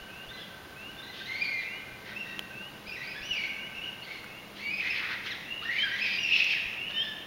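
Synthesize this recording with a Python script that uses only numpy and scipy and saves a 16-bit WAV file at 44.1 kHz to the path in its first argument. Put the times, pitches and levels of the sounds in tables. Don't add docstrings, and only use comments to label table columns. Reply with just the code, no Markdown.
import sys
import numpy as np
from scipy import signal
from scipy.fft import rfft, irfft
from scipy.io import wavfile

SR = 44100
rng = np.random.default_rng(int(sys.argv[2]) if len(sys.argv) > 2 else 0)


def to_wav(s):
    ch = np.atleast_2d(s).T
    pcm = np.round(np.clip(ch, -1, 1) * 32767)
    wavfile.write(sys.argv[1], SR, pcm.astype(np.int16))


N = 320166
TIME_S = np.arange(N) / SR
BINS_HZ = np.maximum(np.arange(N // 2 + 1) * SR / N, 1)


def screams(waver=0.014, jitter=0.06, catch_db=3.5, shimmer_db=2.0, narrow_hz=250, wide_hz=600):
    # freq_hz, gain_db
    throat = [(900, -39), (1400, -11), (1900, -28), (2500, 3.5), (3300, 4.5), (4400, -0.5), (5400, -10.5),
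              (6300, -16.5), (7500, -32.5)]
    # start_s, length_s, top_hz, fundamental_db, octave_db, roughness (0-1)
    yelps = [(.292, .026, 1833, -62, -43, 0.13), (0.323, .045, 2040, -48.5, -50, 0.1),
             (.375, .06, 1700, -57, -44.5, 0.26), (0.975, 0.041, 1820, -65, -45.5, .15),
             (1.024, .03, 2000, -56, -47, .1), (1.069, .05, 2030, -48, -47.5, 0.14),
             (1.136, 0.099, 1833, -53.5, -45, 0.53), (2.05, .085, 1960, -44.5, -53.5, 0.56),
             (2.155, .08, 2760, -37.5, -58.5, 0.14), (2.25, .1, 1900, -47.5, -53, 0.36),
             (2.865, 0.037, 2490, -42, -44.5, 0.32), (2.915, .04, 2647, -38.5, -51, 0.23),
             (2.97, 0.045, 2020, -39.5, -48.5, 0.12), (3.032, 0.032, 2273, -38, -45, 0.35),
             (3.076, .065, 2560, -42.5, -46.5, 0.25), (3.148, 0.062, 1720, -45.5, -48, 0.13),
             (3.75, .05, 2780, -36.5, -64, 0.19), (3.815, .08, 2900, -38.5, -66, 0.34),
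             (4.031, 0.036, 2230, -51, -48, 0.37), (4.074, .11, 2217, -43.5, -49, 0.42),
             (4.83, 0.072, 2100, -35.5, -46.5, 0.57), (4.9, 0.023, 2660, -27, -46, 0.31),
             (4.936, .065, 2200, -35, -48.5, 0.79), (5.013, 0.068, 1750, -40, -59, 0.92),
             (5.095, .05, 1750, -36.5, -51, 0.84), (6.898, .018, 1500, -50.5, -50, 0.95)]
    # time_s, pitch_hz, fundamental_db, octave_db, roughness (0-1)
    climbing = [(1.26, 1960, -45, -42, 0.32), (1.29, 2043, -39, -47, 0.31), (1.405, 2250, -36.5, -46, 0.35),
                (1.424, 2460, -24.5, -37, 0), (1.445, 2230, -35, -38.5, 0.29), (1.48, 2198, -38, -49, 0.26),
                (1.57, 2116, -42, -50, 0.08), (1.63, 1880, -43.5, -46, 0.42)]
    high = [(3.21, 2050, -51, -52, 0.61), (3.24, 2830, -40, -44.5, 0.23), (3.29, 2954, -40.5, -45, 0.22),
            (3.325, 2882, -31, -48, 0.24), (3.36, 2402, -39.5, -49, 0.41), (3.41, 2200, -33.5, -49, .25),
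            (3.46, 2159, -37.5, -52, 0.47)]
    long = [(4.56, 1757, -55, -52, 1), (4.601, 2124, -45, -48, 0.46), (4.665, 2241, -31.5, -49, .15),
            (4.72, 2474, -37, -55.5, 0.19), (4.779, 2583, -34, -41, 0.21), (4.821, 2354, -30, -61, 0.6)]
    screech = [(5.24, 1692, -50, -53, 0.88), (5.265, 1950, -44, -45, 0.96), (5.298, 2146, -44, -45, 0.79),
               (5.308, 2102, -40, -43, .12), (5.322, 1840, -35, -31, .08), (5.342, 1362, -52, -52, 0.36)]
    arched = [(5.62, 1200, -47.5, -44, 0.31), (5.655, 1760, -41, -49, 0.48), (5.7, 1900, -35, -58, .3),
              (5.73, 2190, -34.5, -47, 0.45), (5.79, 2290, -28.5, -49, 0.51),
              (5.82, 1930, -38, -37.5, 0.447), (5.845, 1600, -30, -50, 0.13), (5.89, 1590, -40, -40, 0.42)]
    hoarse = [(5.92, 1845, -36.5, -48, 0.32), (5.99, 2029, -36, -42.5, 0.5), (6.025, 2625, -32.5, -42, .3),
              (6.06, 2358, -28.5, -43.5, 0.62), (6.11, 2458, -35, -42, 0.53), (6.17, 2394, -37, -40, 0.49)]
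    loud = [(6.188, 2850, -32, -56, 0.082), (6.212, 2864, -31, -46, 0.088),
            (6.232, 2767, -36.5, -47.5, 0.21), (6.29, 2630, -25, -47.5, 0.32),
            (6.365, 2670, -27.5, -39, 0.64), (6.407, 2445, -28.5, -43, 0.64), (6.459, 2594, -42, -44.5, .7),
            (6.525, 2627, -26, -41, 0.69), (6.585, 1650, -45, -63, 0.31)]
    last = [(6.936, 1797, -56, -46, 0.086), (6.956, 1826, -40.5, -41.5, .03), (7.05, 1747, -41, -39, 0.18),
            (7.15, 1716, -48, -65, 0.17)]
    calls = [climbing, high, long, screech, arched, hoarse, loud, last]
    calls += [yelp_curve(*row) for row in yelps]
    knots_s, *columns = np.transpose(sorted(tuple(row) for call in calls for row in call))
    pitch_hz, fundamental_db, octave_db, rough = [np.interp(TIME_S, knots_s, c) for c in columns]
    gates = sum(gate(call[0][0], call[-1][0], rise_s=0.0073, fall_s=0.022) for call in calls)
    wobble = 1 + waver * drift(50) + jitter * rough * drift(160)
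    phase = 2 * np.pi * np.cumsum(pitch_hz * wobble) / SR
    fundamental = from_db(fundamental_db + catch_db * drift(51)) * np.sin(phase)
    octave = from_db(octave_db - 1.5 + catch_db * drift(40)) * np.sin(2 * phase)
    third_db = (fundamental_db + octave_db) / 2 - 5 + at_hz(throat, 3 * pitch_hz)
    tone = np.sqrt(2) * (fundamental + octave + from_db(third_db) * np.sin(3 * phase))
    band = (1 - rough) * noise_band(phase, narrow_hz) + rough * noise_band(phase, wide_hz)
    skirt = from_db(fundamental_db + 3.5) * band
    brightness = 0.19 * from_db(fundamental_db) + from_db(octave_db)
    rasp = brightness * from_db(5.5) * rough ** 0.2 * noise(throat)
    flutter = from_db(shimmer_db * rough * drift(59))
    return np.minimum(gates, 1) * flutter * ((1 - rough ** 2) * tone + rough * (skirt + rasp))


def yelp_curve(start_s, length_s, top_hz, fundamental_db, octave_db, rough, scoop=0.065, drop=0.05):
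    progress = np.linspace(0, 1, 12)
    before_crest = np.maximum(1 - 2 * progress, 0) ** 2
    after_crest = np.maximum(2 * progress - 1, 0) ** 2
    pitch_hz = top_hz * (1 - scoop * before_crest - drop * after_crest)
    arch_db = -5 * (before_crest + after_crest)
    return [(start_s + length_s * p, hz, fundamental_db + db, octave_db + db, rough)
            for p, hz, db in zip(progress, pitch_hz, arch_db)]


def frog_peeps(usual_hz=2504, glide_hz_per_s=2780):
    # start_s, length_s, start_hz, level_db, echo_gain_db
    peeps = [(.09, .17, 2477, -50, -1), (0.758, 0.16, 2520, -46.5, -2.5), (1.632, .17, 2520, -45.5, -6.5),
             (2.521, 0.17, 2505, -45, -6), (3.54, 0.14, 2570, -45, -12), (4.253, 0.16, 2475, -51, 0),
             (4.602, 0.12, 2600, -45, -7), (5.446, .1, 2621, -48, 14), (5.782, 0.069, 2975, -28.5, -5),
             (6.733, .15, 2573, -43, 7.5), (6.954, 0.077, 2957, -29, -7)]
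    direct, scattered = np.zeros(N), np.zeros(N)
    for start_s, length_s, start_hz, level_db, echo_gain_db in peeps:
        progress = np.linspace(0, 1, int(length_s * SR))
        rise_hz = glide_hz_per_s * length_s * (start_hz / usual_hz) ** 2
        phase = 2 * np.pi * np.cumsum(start_hz + rise_hz * progress) / SR
        swell = np.abs(np.sin(np.pi * progress ** 1.6)) ** 0.19
        peep = np.sqrt(2) * from_db(level_db) * swell * np.sin(phase)
        span = round(start_s * SR) + np.arange(len(peep))
        direct[span] += peep
        scattered[span] += from_db(echo_gain_db) * peep
    return direct + wood_echo(scattered)


def far_frog_chorus(pitch_hz=2870, width_hz=150, level_db=-53, t60_s=3.1):
    return from_db(level_db - 60 * TIME_S / t60_s) * noise_band(2 * np.pi * pitch_hz * TIME_S, width_hz)


def frog_trill(pitch_hz=1548, pulse_hz=28.54, sweep_hz=25, uneven_db=3, echo_db=-4):
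    # time_s, level_db
    levels = [(0, -56), (1, -54.5), (2, -55.5), (3, -55.5), (3.9, -54.5), (4.3, -63), (4.5, -86)]
    beat = 2 * np.pi * np.cumsum(pulse_hz * (1 + 0.054 * drift(3))) / SR
    phase = 2 * np.pi * np.cumsum(pitch_hz + sweep_hz * np.sin(beat) + 8 * drift(14.5)) / SR
    pulses = (1 + np.cos(beat)) * from_db(uneven_db * drift(16.4))
    note = unit_rms(pulses * np.sin(phase)) * from_db(np.interp(TIME_S, *np.transpose(levels)))
    return note + from_db(echo_db) * wood_echo(note)


def ticks(crack_db=-13):
    # start_s, level_db, ring_hz, t30_s
    snaps = [(2.393, -15.5, 3120, 0.0027), (4.243, -32.5, 1493, 0.0081), (6.444, -27, 5590, 0.0028)]
    out = np.zeros(N)
    for start_s, level_db, ring_hz, t30_s in snaps:
        age_s = np.maximum(TIME_S - start_s, 0)
        body = np.sin(2 * np.pi * ring_hz * age_s) + from_db(crack_db) * rng.standard_normal(N)
        out += (age_s > 0) * from_db(level_db - 30 * age_s / t30_s) * body
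    return out


def bumps(ring_hz=48, t60_s=0.065, faint_per_s=1.0, faint_db=-54):
    # start_s, impulse_db
    firm_knocks = [(0.018, -40), (0.278, -41), (1.919, -46), (2.879, -43), (3.209, -41), (3.309, -41),
                   (6.659, -40)]
    knocks = from_db(faint_db) * (rng.random(N) < faint_per_s / SR)
    for start_s, impulse_db in firm_knocks:
        knocks[round(start_s * SR)] = from_db(impulse_db)
    age_s = TIME_S[:SR]
    swing = from_db(-60 * age_s / t60_s) * np.sin(2 * np.pi * ring_hz * age_s)
    return signal.fftconvolve(knocks, swing)[:N]


def drone(low_hz=203, high_hz=318, width_hz=22, high_gain_db=-8):
    # time_s, level_db
    levels = [(0, -60.5), (1.9, -64), (2.15, -54.5), (2.8, -60), (3.5, -59), (4.2, -62.5), (4.8, -55),
              (5.4, -60), (6.2, -58.5), (7.26, -58.5)]
    low = noise_band(2 * np.pi * low_hz * TIME_S, width_hz)
    high = from_db(high_gain_db) * noise_band(2 * np.pi * high_hz * TIME_S, width_hz)
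    return from_db(np.interp(TIME_S, *np.transpose(levels))) * (low + high)


def night_air(level_db=-48):
    # freq_hz, relative_db
    spectrum = [(20, -9), (70, -2), (130, 3), (170, 1), (220, -0.5), (310, 0), (600, -1.5), (1300, -5),
                (2600, -7), (4000, -11), (5500, -18), (8500, -21), (13200, -23.5), (14600, -20.5)]
    return from_db(level_db) * noise(spectrum)


def wood_echo(x, build_s=0.0076, early_db=6.5, early_s=0.013):
    # freq_hz, t60_s
    ring_times = [(1000, 0.66), (2000, 1.61), (3000, 1.35), (4500, 0.72), (7000, 1.44)]
    centres_hz, t60s_s = np.transpose(ring_times)
    age_s, freq_hz = TIME_S[:2 * SR], np.arange(SR + 1) / 2
    white = rfft(rng.standard_normal(len(age_s)))
    tail = 0
    for weights, t60_s in zip(np.eye(len(centres_hz)), t60s_s):
        band = irfft(white * np.interp(freq_hz, centres_hz, weights))
        tail += band * from_db(-60 * age_s / t60_s)
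    tail *= (1 - np.exp(-age_s / build_s)) * from_db(early_db * np.exp(-age_s / early_s))
    voice_band = (freq_hz > 1500) & (freq_hz < 3500)
    tail /= np.sqrt(np.mean(np.abs(rfft(tail)[voice_band]) ** 2))
    return signal.fftconvolve(x, tail)[:N]


def from_db(db):
    return 10 ** (np.asarray(db) / 20)


def unit_rms(x):
    return x / np.sqrt(np.mean(x ** 2) + 1e-20)


def at_hz(spectrum, hz):
    freq_hz, gain_db = np.transpose(spectrum)
    return np.interp(np.log(hz), np.log(freq_hz), gain_db)


def noise(spectrum):
    return unit_rms(irfft(rfft(rng.standard_normal(N)) * from_db(at_hz(spectrum, BINS_HZ)), N))


def drift(rate_hz):
    return unit_rms(irfft(rfft(rng.standard_normal(N)) / (1 + (BINS_HZ / rate_hz) ** 4), N))


def noise_band(phase, width_hz):
    return drift(width_hz) * np.sin(phase) + drift(width_hz) * np.cos(phase)


def gate(start_s, end_s, rise_s, fall_s):
    return np.clip(1 + (TIME_S - start_s) / rise_s, 0, 1) * np.clip(1 + (end_s - TIME_S) / fall_s, 0, 1)


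def scene(scream_gain_db=-1.5):
    voice = screams()
    far_voice = from_db(scream_gain_db) * (voice + wood_echo(voice))
    frogs = frog_peeps() + far_frog_chorus() + frog_trill()
    return (far_voice + frogs + ticks() + bumps() + drone() + night_air())[None, :]


def record(dry, notch_hz=7836, notch_width_hz=1380, cutoff_hz=15800):
    notched = signal.lfilter(*signal.iirnotch(notch_hz, notch_hz / notch_width_hz, fs=SR), dry)
    return signal.sosfilt(signal.ellip(12, 0.1, 80, cutoff_hz, fs=SR, output="sos"), notched)


dry = scene()
out = record(dry)
to_wav(out)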